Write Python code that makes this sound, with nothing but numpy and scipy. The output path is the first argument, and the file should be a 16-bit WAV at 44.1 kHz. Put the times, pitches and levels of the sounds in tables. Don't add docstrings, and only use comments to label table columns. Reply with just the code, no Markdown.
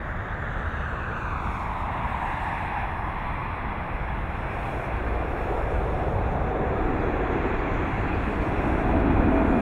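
import sys
import numpy as np
from scipy import signal
from scipy.fft import rfft, irfft
from scipy.io import wavfile
from scipy.ndimage import uniform_filter1d

SR = 44100
rng = np.random.default_rng(int(sys.argv[2]) if len(sys.argv) > 2 else 0)


def int16_out(signal):
    q = np.round(np.clip(np.atleast_2d(signal).T, -1, 1) * 32767)
    wavfile.write(sys.argv[1], SR, q.astype(np.int16))


N = 423801
SIZE, HOP = 2048, 512
TIME = np.arange(N) / SR
FRAME_S = np.arange(N // HOP + 3) * HOP / SR
BIN_HZ = np.fft.rfftfreq(SIZE, 1 / SR)

# (time [s], roar [dB], rumble [dB])
EXHAUST_LEVEL = [(0.0, -38.5, -32.5), (1.02, -41, -33), (3.04, -42, -33.5), (4.16, -42, -32.0),
                 (5.14, -33.5, -32), (5.54, -30, -30.5), (6.3, -31, -26.4), (6.59, -29, -28),
                 (7.3, -28, -30), (7.99, -33.0, -29), (8.58, -29, -29), (9.12, -24, -23), (9.6, -23.5, -27)]
# (frequency [Hz], density [dB per Hz])
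RUMBLE_SPECTRUM = [(15, -24), (30, 2), (42, 1.5), (55, 0.5), (80, 0), (110, -3), (160, -7), (230, -11),
                   (330, -23.5), (500, -39), (1000, -79)]
# (frequency [Hz], density [dB per Hz])
ROAR_SPECTRUM = [(60, -34), (130, -6), (210, -3), (280, -0.5), (360, -1.5), (460, -3.5), (600, -10),
                 (800, -13), (1200, -23), (2500, -51.5), (5000, -83.5)]
# (time [s], roar frequency [factor], rush frequency [factor])
SPECTRUM_SLIDE = [(0, 2.23, 1.18), (.7, 1.97, 1.09), (1.8, 0.79, 0.95), (2.6, 1, 1.08), (3.6, 1.3, 1.08),
                  (4.66, 1.5, 1.03), (6.35, 1.87, 1.01), (6.8, 1.13, 1.07), (7.6, 1.02, 1.065),
                  (9.6, 0.85, .96)]
# (time [s], rush [dB], bright edge [dB])
FAN_LEVEL = [(0.0, -38, -53), (0.44, -35.5, -48), (1.35, -32.6, -45.5), (2.21, -30, -41.5),
             (2.82, -31, -39.5), (3.03, -32.8, -47), (3.17, -32.5, -42.4), (4.31, -36, -44.5),
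             (4.65, -34.2, -42.5), (6.25, -39.5, -48.5), (6.79, -33.5, -45.5), (7.5, -32.5, -40.5),
             (8.28, -32.5, -40.9), (9.6, -30, -42.5)]
# (frequency [Hz], density [dB per Hz])
RUSH_SPECTRUM = [(200, -41), (450, -5), (620, 1), (760, 4), (1000, 2), (1250, -2), (1600, -2), (2000, -12),
                 (2400, -30), (3000, -48), (5000, -61)]
# (frequency [Hz], density [dB per Hz])
EDGE_SPECTRUM = [(900, -46), (1700, -1.5), (2150, 2.5), (2450, 2), (2700, -3), (2950, -11), (3130, -16),
                 (3350, -9.5), (3700, -19), (4000, -18), (4400, -32), (4800, -34.5), (6500, -62)]
# (frequency [Hz], density [dB per Hz])
WHINE_SPECTRUM = [(2800, -30), (3250, -14.5), (3550, 3.5), (3850, -5.5), (4400, -30), (5200, -42)]
# (time [s], level [dB])
WHINE_CURVE = [(0, -68), (.6, -60.5), (1.1, -64.5), (2.47, -61), (3, -78), (4.9, -72), (6.2, -64),
               (7.5, -69), (9.6, -73)]
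# (time [s], rate [Hz], leading tenth order [dB], other low orders [dB])
SHAFT_CURVE = [(0, 77, -61, -71), (4.8, 76.3, -67, -51), (5.7, 74.9, -42, -54), (6.7, 75.24, -41.5, -45),
               (7.5, 75.06, -43, -51), (8.55, 72.87, -56, -48), (8.87, 73.26, -35, -38),
               (9.15, 73, -44, -47), (9.4, 72.55, -34.5, -33), (9.6, 73.2, -40, -41)]
# (multiple of shaft rate [factor], offset [dB])
BUZZ_ORDERS = [(3, -3.5), (4.3, 0.5), (9.04, 1)]
# (time [s], pitch [Hz], level [dB])
DRONE_CURVE = [(0, 73.5, -53), (.7, 73.5, -38), (1.6, 73.6, -41.5), (3.8, 71.8, -56), (4.5, 55.6, -60),
               (5.2, 55.94, -30), (6.4, 55.74, -49), (9.6, 52.4, -41)]
# (time [s], first comb peak = 1 / delay [Hz], strength [0-1])
GROUND_ECHO = [(0.0, 1700, 0.43), (0.61, 1600, 0.64), (1.16, 1400, 0.95), (1.65, 1055, 0.7),
               (2.01, 1000, 0.73), (2.84, 873, 0.55), (3.33, 1082.0, 0.5), (4.01, 1027.0, 0.1),
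               (4.43, 332.0, 0.12), (5.59, 398.0, 0.4), (6.37, 404, 0.17), (7.52, 367.6, 0.43),
               (8.23, 360.6, 0), (9.6, 243.0, 0.83)]
# (time [s], thin hiss [dB], airy top [dB])
TREBLE_LEVEL = [(0.0, -77, -77), (0.38, -70.5, -76), (1.05, -67, -77), (1.54, -65.8, -65),
                (1.93, -74.4, -70), (2.42, -66.3, -64), (3.02, -80.8, -70), (3.63, -85.4, -73.2),
                (4.42, -75.2, -69), (4.71, -69.4, -63), (5.0, -73, -70), (5.48, -70, -65.5),
                (6.5, -73.5, -74.4), (7.75, -67.5, -74), (8.58, -66.6, -65), (9.26, -71.5, -72),
                (9.6, -70, -67.3)]
# (frequency [Hz], density [dB per Hz])
HISS_SPECTRUM = [(3000, -20), (4400, 4), (5000, -14), (5600, -6), (6100, 1), (6700, 1), (7400, -2),
                 (8200, -10), (9300, -17), (12000, -43)]
# (frequency [Hz], density [dB per Hz])
TOP_SPECTRUM = [(4850, -5), (5250, 6), (5550, 5.5), (5900, -8.5), (7600, -5.5), (8400, 4.5), (9300, -3),
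                (10300, 3.5), (11000, -1), (11700, -7), (13500, -5.5), (14800, -7), (16000, -5.5)]
# (frequency [Hz], density [dB per Hz])
BREEZE_SPECTRUM = [(8, -23), (22, -13.5), (35, 3), (55, -23.5), (120, -39), (400, -86.5)]
# (start time [s], length [s], start pitch [Hz], end pitch [Hz], peak level [dB])
BIRD_CHIRPS = [(6.99, .025, 5050, 4700, -65), (7.005, .04, 4300, 3300, -56), (7.58, .035, 4200, 4750, -64),
               (8.124, .05, 3880, 4950, -63)]
# (frequency [Hz], density [dB per Hz])
SELF_NOISE_SPECTRUM = [(7000, -12), (11000, -4), (12200, -7.5), (13500, -2), (15500, 1)]

ROUGH_TEETH, MIRROR_HZ, MIRROR_POWER = 1.7, 1090, 3.4
WHISTLE_DB, WHISTLE_DB_PER_S, OVERHEAD_S = -48, 10, 9.6
BREEZE_START_DB, BREEZE_DB_PER_S = -41, 0.67
SELF_NOISE_DB = -76.5


def amp(db):
    return 10 ** (np.asarray(db) / 20)


def evened(x):
    return x / np.sqrt(np.mean(abs(x) ** 2) + 1e-20)


def follow(rows, t):
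    s, *columns = np.transpose(rows)
    return [np.interp(t, s, c) for c in columns]


def colour(points, hz):
    f, db = np.transpose(points)
    return amp(np.interp(np.log(hz + 1), np.log(f + 1), db))


def wander(rate_hz):
    count = N // HOP * 2
    hz = np.fft.rfftfreq(count, HOP / SR)
    spectrum = rfft(rng.standard_normal(count)) / (1 + (hz / rate_hz) ** 4)
    return evened(irfft(spectrum)[:len(FRAME_S)])


def eddies(frames_count, bins_count):
    field = rng.standard_normal((len(FRAME_S), len(BIN_HZ)))
    over_time = uniform_filter1d(field, frames_count, 0)
    return evened(uniform_filter1d(over_time, bins_count, 1))


def turbulence(shape, level_db, patchy_db):
    gain = shape * amp(patchy_db * eddies(frames_count=9, bins_count=14))
    gain = gain / np.sqrt(uniform_filter1d((gain ** 2).mean(1), size=21))[:, None]
    noise = rng.standard_normal(gain.shape) + 1j * rng.standard_normal(gain.shape)
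    sound = signal.istft((noise * gain).T, nperseg=SIZE, noverlap=SIZE - HOP)[1][:N]
    return evened(sound) * amp(np.interp(TIME, FRAME_S, level_db))


def tone(hz, level_db, waver_hz, fade_db, rate_hz):
    pitch = np.interp(TIME, FRAME_S, hz + waver_hz * wander(rate_hz))
    level = np.interp(TIME, FRAME_S, level_db + fade_db * wander(rate_hz))
    return np.sqrt(2) * amp(level) * np.sin(2 * np.pi * np.cumsum(pitch) / SR)


def exhaust(comb):
    roar_db, rumble_db = follow(EXHAUST_LEVEL, FRAME_S)
    roar_slide, _ = follow(SPECTRUM_SLIDE, FRAME_S)
    surge_db = 0.19 * wander(rate_hz=9)
    rumble = turbulence(colour(RUMBLE_SPECTRUM, BIN_HZ) * comb, rumble_db, patchy_db=0.5)
    roar_shape = colour(ROAR_SPECTRUM, BIN_HZ / roar_slide[:, None])
    roar = turbulence(roar_shape * comb, roar_db + surge_db, patchy_db=1.5)
    return rumble + roar


def fans(comb):
    rush_db, edge_db = follow(FAN_LEVEL, FRAME_S)
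    _, rush_slide = follow(SPECTRUM_SLIDE, FRAME_S)
    whine_db, = follow(WHINE_CURVE, FRAME_S)
    flutter_db = 0.25 * wander(rate_hz=12)
    rush_shape = colour(RUSH_SPECTRUM, BIN_HZ / rush_slide[:, None])
    rush = turbulence(rush_shape * comb, rush_db + flutter_db, patchy_db=0.6)
    edge = turbulence(colour(EDGE_SPECTRUM, BIN_HZ) * comb, edge_db + flutter_db, patchy_db=1.07)
    whine = turbulence(colour(WHINE_SPECTRUM, BIN_HZ), whine_db + flutter_db, patchy_db=3.5)
    return rush + edge + whine


def buzz_saw():
    shaft_hz, lead_db, low_db = follow(SHAFT_CURVE, FRAME_S)
    whistle_db = WHISTLE_DB - WHISTLE_DB_PER_S * abs(OVERHEAD_S - FRAME_S)
    lead = tone(10 * shaft_hz, lead_db, waver_hz=2.42, fade_db=3.5, rate_hz=9.3)
    low = sum(tone(k * shaft_hz, low_db + db, waver_hz=0.331 * k, fade_db=3.5, rate_hz=7.8)
              for k, db in BUZZ_ORDERS)
    whistle = tone(33.4 * shaft_hz, whistle_db, waver_hz=14, fade_db=3, rate_hz=25)
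    return lead + low + whistle


def drone():
    hz, level_db = follow(DRONE_CURVE, FRAME_S)
    return tone(hz, level_db, waver_hz=1.6, fade_db=2.5, rate_hz=3.0)


def ground_comb(soft_order_share=0.29, second_bounce=0.18, howl_db=2.2, howl_width=0.18):
    first_hz, strength = (c[:, None] for c in follow(GROUND_ECHO, FRAME_S))
    clear_teeth = ROUGH_TEETH + (first_hz / MIRROR_HZ) ** MIRROR_POWER
    tooth = BIN_HZ / first_hz
    likeness = np.exp(-(tooth / clear_teeth) ** 2) * (1 - np.exp(-tooth / soft_order_share))
    echo = np.clip(strength, 0, .95)
    lag = echo * np.exp(-2j * np.pi * tooth)
    in_step = abs(1 + lag + second_bounce * lag ** 2) ** 2
    scattered = 1 + echo ** 2 + (second_bounce * echo ** 2) ** 2
    howl = amp(howl_db * echo * np.exp(-((tooth - 1) / howl_width) ** 2))
    return np.sqrt(likeness * in_step + (1 - likeness) * scattered) * howl


def treble():
    hiss_db, top_db = follow(TREBLE_LEVEL, FRAME_S)
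    flicker_db = 0.9 * wander(rate_hz=12)
    drift = amp(1.6 * eddies(frames_count=50, bins_count=40))
    hiss = turbulence(colour(HISS_SPECTRUM, BIN_HZ) * drift, hiss_db + flicker_db, patchy_db=2.5)
    top = turbulence(colour(TOP_SPECTRUM, BIN_HZ) * drift, top_db + flicker_db, patchy_db=1.5)
    return hiss + top


def breeze():
    level_db = BREEZE_START_DB + BREEZE_DB_PER_S * FRAME_S
    return turbulence(colour(BREEZE_SPECTRUM, BIN_HZ), level_db, patchy_db=1.0)


def bird():
    out = np.zeros(N)
    for s, length, start_hz, end_hz, db in BIRD_CHIRPS:
        part = np.linspace(0, 1, round(length * SR))
        pitch = start_hz + (end_hz - start_hz) * np.sin(np.pi / 2 * part)
        turns = np.cumsum(pitch) / SR
        chirp = amp(db) * np.sin(np.pi * part) * np.sin(2 * np.pi * turns)
        out[round(s * SR):][:len(part)] += chirp
    return out


def self_noise():
    level_db = np.full(len(FRAME_S), SELF_NOISE_DB)
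    return turbulence(colour(SELF_NOISE_SPECTRUM, BIN_HZ), level_db, patchy_db=1)


def scene():
    comb = ground_comb()
    aircraft = exhaust(comb) + fans(comb) + buzz_saw() + drone() + treble()
    background = breeze() + bird() + self_noise()
    return (aircraft + background)[None]


def record(dry):
    bass_cut = signal.butter(2, 14, "highpass", fs=SR, output="sos")
    thinned = signal.sosfilt(bass_cut, dry)
    ends = signal.windows.tukey(N, .0006)
    low_pass = signal.firwin(1023, 15750, window=("kaiser", 9), fs=SR)
    return signal.oaconvolve(thinned * ends, low_pass[None], "same")


dry = scene()
out = record(dry)
int16_out(out)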